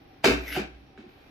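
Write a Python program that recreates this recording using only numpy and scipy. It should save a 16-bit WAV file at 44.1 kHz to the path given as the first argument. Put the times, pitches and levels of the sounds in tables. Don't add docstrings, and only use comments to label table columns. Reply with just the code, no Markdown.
import sys
import numpy as np
from scipy import signal
from scipy.io import wavfile
from scipy.ndimage import uniform_filter1d

SR = 44100
rng = np.random.default_rng(int(sys.argv[2]) if len(sys.argv) > 2 else 0)


def dump(signal):
    limited = np.clip(np.atleast_2d(signal).T, -1, 1)
    pcm = np.round(limited * 32767).astype(np.int16)
    wavfile.write(sys.argv[1], SR, pcm)


def convert_level_to_amplitude(level_db):
    exponent = np.asarray(level_db, float) / 20
    return 10 ** exponent


N = 57330
T = np.arange(N) / SR
CARRIER_HZ = 11950
WIDE_HZ = 753


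def unit(x):
    return x / np.sqrt(np.mean(x ** 2))


def curve(rows, column=1):
    rows = np.array(rows, float)
    return np.interp(T, rows[:, 0], rows[:, column])


def band(x, hz, width):
    return signal.lfilter(*signal.iirpeak(min(hz, .45 * SR), hz / width, SR), x)


def ring(x, hz, t60):
    radius = np.exp(-np.log(1000) / (t60 * SR))
    angle = 2 * np.pi * hz / SR
    return signal.lfilter([0, np.sin(angle)], [1, -2 * radius * np.cos(angle), radius ** 2], x)


def butter(x, order, hz, kind):
    return signal.lfilter(*signal.butter(order, hz, kind, fs=SR), x)


def walk(rate):
    k = int(SR / rate)
    return unit(uniform_filter1d(uniform_filter1d(rng.standard_normal(N), k), k))


def thuds():
    # (time [s], level [dB], ring [Hz], t60 [s])
    landings = [(.243, -14, 890, 0.022), (.25, -29.5, 285, 0.095), (.261, -5.5, 383, 0.041),
                (0.2773, -15, 255.2, 0.12), (0.282, -16.5, 464, .08), (0.2951, -12.5, 250.3, 0.088),
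                (0.2994, -15.5, 414, 0.072), (0.303, -25, 270, 0.035), (0.306, -29, 127, 0.19),
                (0.32, -27, 290, 0.3), (0.353, -22.5, 222, 0.033), (0.399, -28.5, 370, 0.078),
                (0.512, -41, 290, 0.3), (.564, -19.5, 746, 0.036), (0.573, -20, 360, 0.11),
                (.584, -26, 290, 0.096), (.594, -20, 357, .05), (.59, -30, 208, 0.23),
                (0.566, -23, 159, 0.092), (.64, -43.5, 168.7, 0.19), (0.657, -45.5, 316, 0.11),
                (.72, -50, 208, 0.048), (0.9767, -37, 1600, 0.011), (.977, -43.5, 388.4, 0.11),
                (0.986, -38, 227, 0.1), (0.995, -39, 301, 0.06), (1.014, -36.5, 222, 0.028),
                (1.039, -41, 358.6, 0.13), (1.062, -37, 220.5, 0.053), (1.086, -50, 360, 0.071)]
    out = np.zeros(N)
    for start, db, hz, t60 in landings:
        age = np.maximum(T - start, 0)
        onset = 1 - np.exp(-age * hz / .4)
        out += convert_level_to_amplitude(db - 60 * age / t60) * onset * np.sin(2 * np.pi * hz * age)
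    return butter(out, 2, 110, "high")


def slab_boom():
    # (time [s], level [dB])
    blows = [
        (0.249, -27),
        (.55, -47),
        (0.699, -59),
        (.92, -70),
    ]
    slab_hz, t60_s, rise_s = 59.8, 1.08, 0.058
    level = 0
    for start, db in blows:
        age = np.maximum(T - start, 0)
        level = level + convert_level_to_amplitude(db - 60 * age / t60_s) * (1 - np.exp(-(age / rise_s) ** 2))
    wobble = convert_level_to_amplitude(2.2 * walk(18))
    return level * wobble * np.sin(2 * np.pi * slab_hz * T + walk(2.2))


def clacks():
    # (time [s], level [dB], contact [ms])
    stops = [
        (0.243, -24.5, 0.029),
        (.245, -15, 0.058),
        (.26, -23.5, 0.034),
        (.27, -26.5, 0.04),
        (.297, -31, 0.11),
        (.321, -19, 0.386),
        (.478, -51, 0.07),
        (.566, -64, .04),
        (.976, -51, 0.13),
    ]
    push = np.zeros(N)
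    for start, db, ms in stops:
        push += convert_level_to_amplitude(db) * np.exp(-.5 * ((T - start) * 1000 / (0.18 * ms)) ** 2) * 0.031 / ms
    return push


def rattle():
    # (time [s], level [dB])
    chatter_level = [(.222, -86), (.239, -39), (.243, -19.5), (.28, -27), (.34, -36), (.42, -50),
                     (.54, -51), (.562, -38), (.59, -36.5), (.63, -45.5), (.7, -67), (.97, -77.5),
                     (.98, -57), (1.06, -69), (1.13, -67.5)]
    ticks_per_s, spread_db = 4000, 2.5
    happens = rng.random(N) < ticks_per_s / SR
    strength = convert_level_to_amplitude(spread_db * rng.exponential(size=N))
    ticks = happens * strength * rng.choice([-1, 1], N)
    return 0.16 * unit(ticks) * convert_level_to_amplitude(curve(chatter_level))


def shell(push, chatter):
    # (frequency [Hz], level [dB], t60 [s])
    shell_modes = [(691, -14.5, 0.037), (846, -6.5, 0.012), (1380, -11, 0.005), (1600, -6, 0.019),
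                   (1840, -10.5, 0.011), (2243, -8, 0.014), (2402, -7, 0.02), (2618, -5, 0.016),
                   (3020, -8.5, 0.0091), (3720, -2, 0.0042), (4520, -3, 0.003), (5280, -4.5, 0.0028),
                   (6500, -10, 0.0013), (10650, -2, 0.00099)]
    # (time [s], treble crack [dB])
    hardness_curve = [
        (.22, 0),
        (.33, 0),
        (.4, -12),
        (.45, -20),
        (.54, -10),
        (.562, 5),
        (.585, -4),
        (.62, -10),
        (.66, -20),
        (1.3, -24),
    ]
    hardness = curve(hardness_curve)
    crack = convert_level_to_amplitude(-5) * butter(push + chatter * convert_level_to_amplitude(hardness), 2, 5000, "high")
    contact = butter(push + chatter, 2, [400, 7500], "band")
    firm = contact * convert_level_to_amplitude(.5 * hardness)
    modes = np.array([convert_level_to_amplitude(db) * ring(contact if hz < 4300 else firm, hz, t60)
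                      for hz, db, t60 in shell_modes])
    sign = (-1.) ** np.arange(len(shell_modes))
    return modes.sum(0) + crack, convert_level_to_amplitude(2.0) * sign @ modes + convert_level_to_amplitude(-4) * np.roll(crack, 9)


def chassis(chatter):
    # (frequency [Hz], level [dB], t60 [s])
    chassis_modes = [(207.8, -4, 0.054), (290, 0, 0.11), (360, 4, .05), (453, -3, 0.099)]
    drum = sum(convert_level_to_amplitude(db) * ring(band(chatter, hz, hz), hz, t60) for hz, db, t60 in chassis_modes)
    return convert_level_to_amplitude(-10) * drum


def gears(speed):
    # (frequency [Hz], width [Hz], level [dB], power of speed [-])
    housing = [(1600, 310, 0.5, 1.5), (2030, 310, -2, 0), (2853, 310, 5.5, 4), (3500, 600, -3.5, 1.5),
               (5370, 1100, -12, 0), (8500, 560, -28.5, 0.5)]
    grit = rng.standard_normal(N) * convert_level_to_amplitude(2.2 * walk(400))
    out = 0
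    for hz, width, db, power in housing:
        whirr = band(band(band(grit, hz, width), hz, 2 * width), hz, 3 * width)
        out = out + convert_level_to_amplitude(db) * (speed / 377.0) ** power * unit(whirr)
    return out


def whistle(speed):
    # (multiple of speed [-], level [dB])
    sidebands = [(-3, 2), (-1, -1), (1, -2.5), (3, -2.5), (5, -9.5)]
    jitter_rad = 2.3
    turn = 2 * np.pi * np.cumsum(speed) / SR
    out = 0
    for multiple, db in sidebands:
        phase = 2 * np.pi * CARRIER_HZ * T + multiple * turn + jitter_rad * walk(150)
        out = out + convert_level_to_amplitude(db + 2.3 * walk(113.4)) * np.sin(phase)
    return convert_level_to_amplitude(-12.5) * out


def holding_tone():
    # (time [s], level [dB])
    hold_level = [(0, -83), (.2, -88), (.7, -90), (.85, -85), (.93, -97), (1.05, -97), (1.1, -77),
                  (1.3, -80)]
    return convert_level_to_amplitude(curve(hold_level) + 1.2 * walk(15)) * np.sin(2 * np.pi * (CARRIER_HZ + 5) * T)


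def motors():
    # (time [s], electrical speed [Hz], effort [dB])
    run = [
        (.33, 11, -77),
        (.39, 30, -60),
        (.44, 90, -56),
        (.48, 170, -40),
        (.52, 288, -40.5),
        (.553, 343, -37.5),
        (.56, 370, -39.5),
        (.6, 240, -57),
        (.66, 250, -83.5),
    ]
    speed, effort = curve(run), convert_level_to_amplitude(curve(run, column=2))
    hold = holding_tone()
    mid = effort * (gears(speed) + whistle(speed)) + hold
    side = effort * whistle(speed) + 0.62 * hold
    return mid, side


def room(x):
    t60_s, treble_t60_s = 0.31, 0.14
    t = np.arange(SR) / SR
    noise = rng.standard_normal((2, SR)) * np.clip((t - .004) / 0.0043, 0, 1)
    low = butter(noise, 1, 2500, "low")
    tail = low * convert_level_to_amplitude(-60 * t / t60_s) + (noise - low) * convert_level_to_amplitude(-60 * t / treble_t60_s)
    tail = tail / np.sqrt(np.sum(tail[0] ** 2))
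    mid, side = signal.fftconvolve(tail, x[None], axes=1)[:, :N]
    return mid, butter(side, 1, WIDE_HZ, "high")


def wide_noise(hz, width):
    shared = band(rng.standard_normal(N), hz, width)
    apart = band(rng.standard_normal(N), hz, width) * np.array([[1], [-1]])
    return shared + min(hz / WIDE_HZ, 1) * apart


def cooling_fan():
    # (frequency [Hz], width [Hz], level [dB])
    resonances = [(120.5, 10.8, 6.5), (285, 22, 6), (370, 31, 2.5), (773, 30, 2.5), (1430, 79, -31),
                  (2430, 100, -11.5), (5560, 320, -20), (10600, 1100, -34)]
    out = 0
    for hz, width, db in resonances:
        out = out + convert_level_to_amplitude(db + 2 * walk(10)) * band(wide_noise(hz, width + 30), hz, 3 * width + 90)
    return convert_level_to_amplitude(-58) * unit(out)


def room_tone():
    # (frequency [Hz], level [dB])
    spectrum = [(30, 14.5), (60, 7.5), (350, 1), (900, -10.5), (2500, -9), (5800, -23), (8000, -40),
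                (12000, -34.5)]
    hz_points, db_points = np.array(spectrum).T
    out = 0
    for hz in 35 * 2 ** np.arange(0, 9, .5):
        db = np.interp(np.log(hz), np.log(hz_points), db_points) + 1.7 * walk(8)
        out = out + convert_level_to_amplitude(db) * band(wide_noise(hz, hz / 1.5), hz, hz / 0.75)
    soft = signal.sosfilt(signal.butter(8, 4960, fs=SR, output="sos"), out)
    hiss = convert_level_to_amplitude(-85) * rng.standard_normal((2, N))
    return convert_level_to_amplitude(-57) * unit(soft + convert_level_to_amplitude(-27.5) * out) + hiss


def scene():
    limbs, slab = thuds(), slab_boom()
    push, chatter = clacks(), rattle()
    shell_mid, shell_side = shell(push, chatter)
    body = shell_mid + chassis(chatter)
    drive, whine = motors()
    wet_mid, wet_side = convert_level_to_amplitude(-11) * np.array(room(convert_level_to_amplitude(-1.5) * limbs + body + drive))
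    mid = limbs + slab + body + drive + wet_mid
    side = shell_side + whine + convert_level_to_amplitude(4) * wet_side - 0.24 * (limbs + slab)
    port_gain = convert_level_to_amplitude(np.array([[1.25], [-1.25]]))
    return np.array([mid + side, mid - side]) * port_gain + cooling_fan() + room_tone()


def low_pass(x):
    return signal.sosfilt(signal.butter(12, 16690, fs=SR, output="sos"), x)


def record(dry):
    top_cut = signal.ellip(8, .2, 70, 16100, fs=SR, output="sos")
    return low_pass(signal.sosfilt(top_cut, dry))


dry = scene()
out = record(dry)
dump(out)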